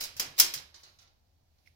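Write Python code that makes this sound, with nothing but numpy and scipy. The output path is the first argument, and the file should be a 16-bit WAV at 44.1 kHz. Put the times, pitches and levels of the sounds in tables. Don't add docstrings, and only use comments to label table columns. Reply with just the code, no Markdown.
import sys
import numpy as np
from scipy import signal
from scipy.fft import rfft, irfft, next_fast_len
from scipy.io import wavfile

SR = 44100
rng = np.random.default_rng(int(sys.argv[2]) if len(sys.argv) > 2 else 0)


def bounce(signal):
    frames = np.transpose(np.atleast_2d(signal))
    limited = np.clip(frames, -1, 1)
    pcm = np.round(limited * 32767).astype(np.int16)
    wavfile.write(sys.argv[1], SR, pcm)


N = 77175

# f/Hz, level/dB, t60/s
DOOR_MODES = [(354, -8, .45), (596.6, -10, 0.42), (948, -6, .3), (1113, -6, .5), (2152, -6.5, 0.25),
              (3064, -5.5, .35), (3596, -1.5, 0.19), (3784, -6, .6), (3915, -4, .7), (4160, -9, 0.49),
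              (4854, -4, .5)]
DOOR_MODES_DB = -30.5
BRIEF_CONTACT_T60_S = 0.01


def amp(db):
    return 10 ** (np.asarray(db) / 20)


def along(points, hz):
    f, values = np.transpose(points)
    return np.interp(np.log(hz + 1), np.log(f + 1), values)


def filtered(x, response):
    n = x.shape[-1]
    padded = next_fast_len(n + 8192)
    return irfft(rfft(x, padded) * response(np.fft.rfftfreq(padded, 1 / SR)), padded)[..., :n]


def noise(colour, n, tilt_db=0):
    gain = lambda hz: amp(along(colour, hz) + tilt_db * np.log2(np.maximum(hz, 500) / 5000))
    x = filtered(rng.standard_normal((2, n)), gain)
    return x / np.sqrt(np.mean(x ** 2) + 1e-20)


def fade(x, t60s):
    hz, t, spectra = signal.stft(x, SR, nperseg=256)
    decay = amp(-60 * t / along(t60s, hz)[:, None])
    return signal.istft(spectra * decay, SR, nperseg=256)[1][:, :x.shape[1]]


def pan(db):
    return amp(np.array([[db], [-db]]) / 2)


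def add(out, s, x):
    start = round(s * SR)
    x, start = x[:, max(-start, 0):], max(start, 0)
    out[:, start:start + x.shape[1]] += x[:, :N - start]


def ring(modes, t):
    hz, db, t60 = np.transpose(modes)
    strength = amp(db + rng.normal(0, 1.5, (2, len(modes))))
    phase = np.exp(2j * np.pi * rng.random((2, len(modes))))
    ringing = np.exp(np.outer(2j * np.pi * hz - np.log(1000) / t60, t))
    return ((strength * phase) @ ringing).real


def garage(x, room_db):
    # f/Hz, t60/s
    room_t60 = [(100, 0.46), (500, 0.65), (2000, 0.43), (4200, 0.42), (8000, 0.36), (12000, .42),
                (15000, .3)]
    # f/Hz, level/dB
    room_colour = [(100, 10.5), (300, -0.5), (1000, 2), (2500, 5.5), (5000, -1.5), (8000, -5.5),
                   (15000, -8.5)]
    t = np.arange(SR) / SR
    build_up = 1 - np.exp(-(t / .007) ** 2)
    tail = fade(rng.standard_normal((2, SR)), room_t60) * build_up
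    tail = filtered(tail / np.linalg.norm(tail[0]), lambda hz: amp(along(room_colour, hz)))
    return x + amp(room_db - 7.5) * signal.fftconvolve(x, tail, axes=1)[:, :x.shape[1]]


def room_tone():
    # f/Hz, level/dB
    rumble_colour = [(20, -14), (40, -11), (62, -8), (80, 1), (102, -11.5), (135, -14.5), (190, -23.5),
                     (300, -26), (600, -59)]
    # f/Hz, level/dB
    hiss_colour = [(100, 0), (400, -3), (750, 3), (1200, -9.5), (3000, -11), (4500, -7.5), (6200, -10),
                   (8500, -21), (12500, -15), (15500, -16)]
    mid, side = amp(-70) * noise(rumble_colour, N)
    return mid + amp(-11.5) * np.array([side, -side]) + amp(-77) * noise(hiss_colour, N)


def bolt_clacks():
    # t/s, level/dB, treble tilt/(dB/octave), left-right/dB, door ring/dB, room/dB
    blows = [(-.1, -35, -2, 0, -1, 1.5), (.008, -35.5, 1, 0.5, 4.5, 2.5), (0.037, -35.5, 2, -2.5, 1.5, -8),
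             (.166, -44, -1.5, -3, -0.5, -1.5), (.1755, -47, 3, 0.5, -4, -4), (.1965, -24, -.3, -1, -1, -2),
             (0.387, -25, 2, 1.5, -3, -5.5), (0.3983, -10, 2.5, 1.5, -1.5, -4.5),
             (0.5379, -30.5, 1, -1, 1, -3)]
    # f/Hz, level/dB
    steel_colour = [(100, -29.5), (300, -18.5), (800, -12.5), (1300, -12), (2000, -6), (3800, -11),
                    (5300, 6.5), (6800, -0.5), (8800, -13), (11500, -2.5), (13000, -7.5), (14500, 2),
                    (16000, -8.5)]
    # f/Hz, level/dB, t60/s
    plate_modes = [(3203, -11, .2), (3252, -8, .2), (4913, -4, .21), (5001, -2, .17), (5049, -3, .15),
                   (5366, -6, .12), (5453, 0, .17), (5712, -8, .2), (6254, -4, .14), (6412, -7, .18),
                   (7174, -6, .15), (9402, -9, .16), (13835, -7, .12), (14654, -1, .11)]
    # f/Hz, level/dB
    wire_colour = [(100, -18.5), (260, -12), (450, -11.5), (700, -9.5), (1200, -6.5), (2000, -3),
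                   (3800, -2), (5300, 1), (6800, -1.5), (8500, -6), (12000, -5.5), (14500, -6),
                   (16000, -11)]
    # f/Hz, t60/s
    wire_t60 = [(300, 0.43), (2000, 0.23), (6000, .21), (15000, 0.14)]
    attack_s, contact_t60_s, rebound_s = .0003, 0.057, 0.0031
    out, t = np.zeros((2, N)), np.arange(SR) / SR
    rebound = amp(-4 - 60 * np.abs(t - rebound_s) / BRIEF_CONTACT_T60_S) * (t > rebound_s)
    contact = amp(-60 * t / contact_t60_s) + rebound
    for s, db, tilt_db, pan_db, door_db, room_db in blows:
        steel = contact * noise(steel_colour, SR, tilt_db) + amp(-13.5) * ring(plate_modes, t)
        wires = amp(-4.5) * fade(noise(wire_colour, SR, tilt_db), wire_t60)
        door = wires + amp(DOOR_MODES_DB) * ring(DOOR_MODES, t)
        blow = (steel + amp(door_db) * door) * (1 - np.exp(-t / attack_s))
        add(out, s, amp(db) * pan(pan_db) * garage(blow, room_db))
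    return out


def bolt_scrapes():
    # t/s, length/s, end level/dB, swell over the stroke/dB
    strokes = [(.004, 0.055, -46, -5), (0.173, .024, -52, -0.5), (0.364, .015, -50, 10),
               (0.379, 0.017, -28.5, 5)]
    # f/Hz, level/dB
    slip_colour = [(100, -23), (400, -15.5), (800, -8.5), (1500, -10), (3800, -1.5), (5100, 5),
                   (6800, -3.5), (8800, -12), (11500, -5.5), (13000, -10.5), (14500, -5.5), (16000, -9.5)]
    slips_per_s, scatter_db = 970, 3.5
    out, t = np.zeros((2, N)), np.arange(SR) / SR
    for s, length, db, swell_db in strokes:
        when = np.cumsum(rng.uniform(.2, 1.8, 256)) / slips_per_s
        ramp_db = swell_db * (np.minimum(when / length, 1) - 1)
        strength = amp(ramp_db + rng.normal(0, scatter_db, len(when))) * (when < length)
        impulses = np.bincount((when * SR).astype(int), strength, SR)[:SR]
        slip = noise(slip_colour, SR) * amp(-60 * t / BRIEF_CONTACT_T60_S)
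        slip = slip / np.linalg.norm(slip, axis=1, keepdims=True) * np.sqrt(SR / slips_per_s)
        add(out, s, amp(db) * signal.fftconvolve(impulses[None], slip, axes=1)[:, :SR])
    return garage(out, room_db=0)


def crate_thuds():
    # t/s, level/dB
    pushes = [(.008, -59), (0.149, -55.5), (.195, -59.5), (0.266, -56), (.41, -62), (.555, -54.5),
              (.785, -67.5), (.975, -73)]
    # f/Hz, level/dB
    thud_colour = [(25, -13), (80, -1), (110, -2.5), (145, 1.5), (210, -15), (500, -34)]
    attack_s, t60_s = .006, .3
    out, t = np.zeros((2, N)), np.arange(SR) / SR
    envelope = amp(-60 * t / t60_s) * (1 - np.exp(-t / attack_s))
    for s, db in pushes:
        add(out, s, amp(db) * envelope * noise(thud_colour, SR))
    return out


def door_ticks():
    # t/s, level/dB, treble tilt/(dB/octave), left-right/dB, door ring/dB, room/dB
    touches = [(.574, -41, 0.5, -3, -6, -4), (0.742, -48, 0.5, -2, 12.5, 2),
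               (.758, -52.5, 1, 2.5, 7.5, 7.5), (0.8323, -48.5, 1, 0.5, -11, 6.5),
               (.862, -59, -4.5, -4, -11, 0), (0.9864, -55, 2, -2, -1, 8), (1.018, -61, -1.5, 4, 7, 9),
               (1.075, -67.5, -0.5, -3, 0, -10), (1.583, -73.5, -2.5, -6.5, -9.5, 1)]
    # f/Hz, level/dB
    tick_colour = [(100, -25), (600, -12), (1500, -11), (3000, -12.5), (4200, -2), (6300, -4.5),
                   (8000, -20), (11000, -24), (15000, -33)]
    attack_s, t60_s = .001, 0.1
    out, t = np.zeros((2, N)), np.arange(SR * 2 // 3) / SR
    for s, db, tilt_db, pan_db, door_db, room_db in touches:
        contact = noise(tick_colour, len(t), tilt_db) * amp(-60 * t / t60_s)
        door = amp(DOOR_MODES_DB + door_db) * ring(DOOR_MODES, t)
        tick = (contact + door) * (1 - np.exp(-t / attack_s))
        add(out, s, amp(db) * pan(pan_db) * garage(tick, room_db))
    return out


def finger_brushes():
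    # middle t/s, half length/s, level/dB, left-right/dB, treble tilt/(dB/octave)
    brushes = [(.81, 0.04, -68, 2.5, 2.5), (0.871, 0.051, -70, 0, -0.5), (.95, 0.036, -73, -1, 0),
               (1.021, .025, -70, -3, 3), (1.645, 0.12, -80, -2.5, 0.5), (1.675, 0.017, -67, -2.5, -2.5),
               (1.7, .05, -77.5, -6, -4.5)]
    # f/Hz, level/dB
    skin_colour = [(200, -15), (1200, -24), (2300, 0), (3300, -7.5), (5300, -1), (7500, -15.5),
                   (11000, -8.5), (15000, -11.5)]
    out, t = np.zeros((2, N)), np.arange(N) / SR
    for s, half_length, db, pan_db, tilt_db in brushes:
        swell = np.exp(-((t - s) / half_length) ** 2)
        out += amp(db) * pan(pan_db) * swell * noise(skin_colour, N, tilt_db)
    return out


def near_taps():
    # t/s, level/dB, f/Hz
    taps = [(1.661, -65.5, 2410), (1.6741, -52, 2110)]
    # multiple of its pitch, level/dB
    tap_modes = [(1, 2), (2.55, -7.5)]
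    attack_s, t60_s = 0.00042, 0.017
    out, t = np.zeros((2, N)), np.arange(SR // 2) / SR
    envelope = amp(-60 * t / t60_s) * (1 - np.exp(-t / attack_s))
    for s, db, hz in taps:
        tone = sum(amp(mode_db) * np.sin(2 * np.pi * hz * ratio * t) for ratio, mode_db in tap_modes)
        add(out, s, amp(db) * pan(db=-12.5) * envelope * tone)
    return out


def spaced_pair(x):
    # f/Hz, correlation
    likeness = [(100, 0.96), (250, 0.54), (500, .6), (800, .1), (1200, -.3), (2200, -.1), (4000, 0)]
    angle = lambda hz: np.arcsin(np.clip(along(likeness, hz), -1, 1)) / 2
    own_side = filtered(x, lambda hz: np.cos(angle(hz)))
    crossfeed = filtered(x[::-1], lambda hz: np.sin(angle(hz)))
    return own_side + crossfeed


def scene():
    crate = bolt_clacks() + bolt_scrapes() + door_ticks() + crate_thuds()
    return spaced_pair(crate) + near_taps() + finger_brushes() + room_tone()


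def record(dry):
    # f/Hz, left-right/dB
    balance = [(100, 0), (650, -1.5), (1100, -3), (2500, -3.5), (4500, -6.5), (8000, 2.5), (11500, -2),
               (14500, 7.5)]
    top_hz = 15900
    sides = np.array([[1], [-1]])
    band_limit = lambda hz: 1 / np.sqrt(1 + (hz / top_hz) ** 160)
    return filtered(dry, lambda hz: amp(along(balance, hz) * sides / 2) * band_limit(hz))


dry = scene()
out = record(dry)
bounce(out)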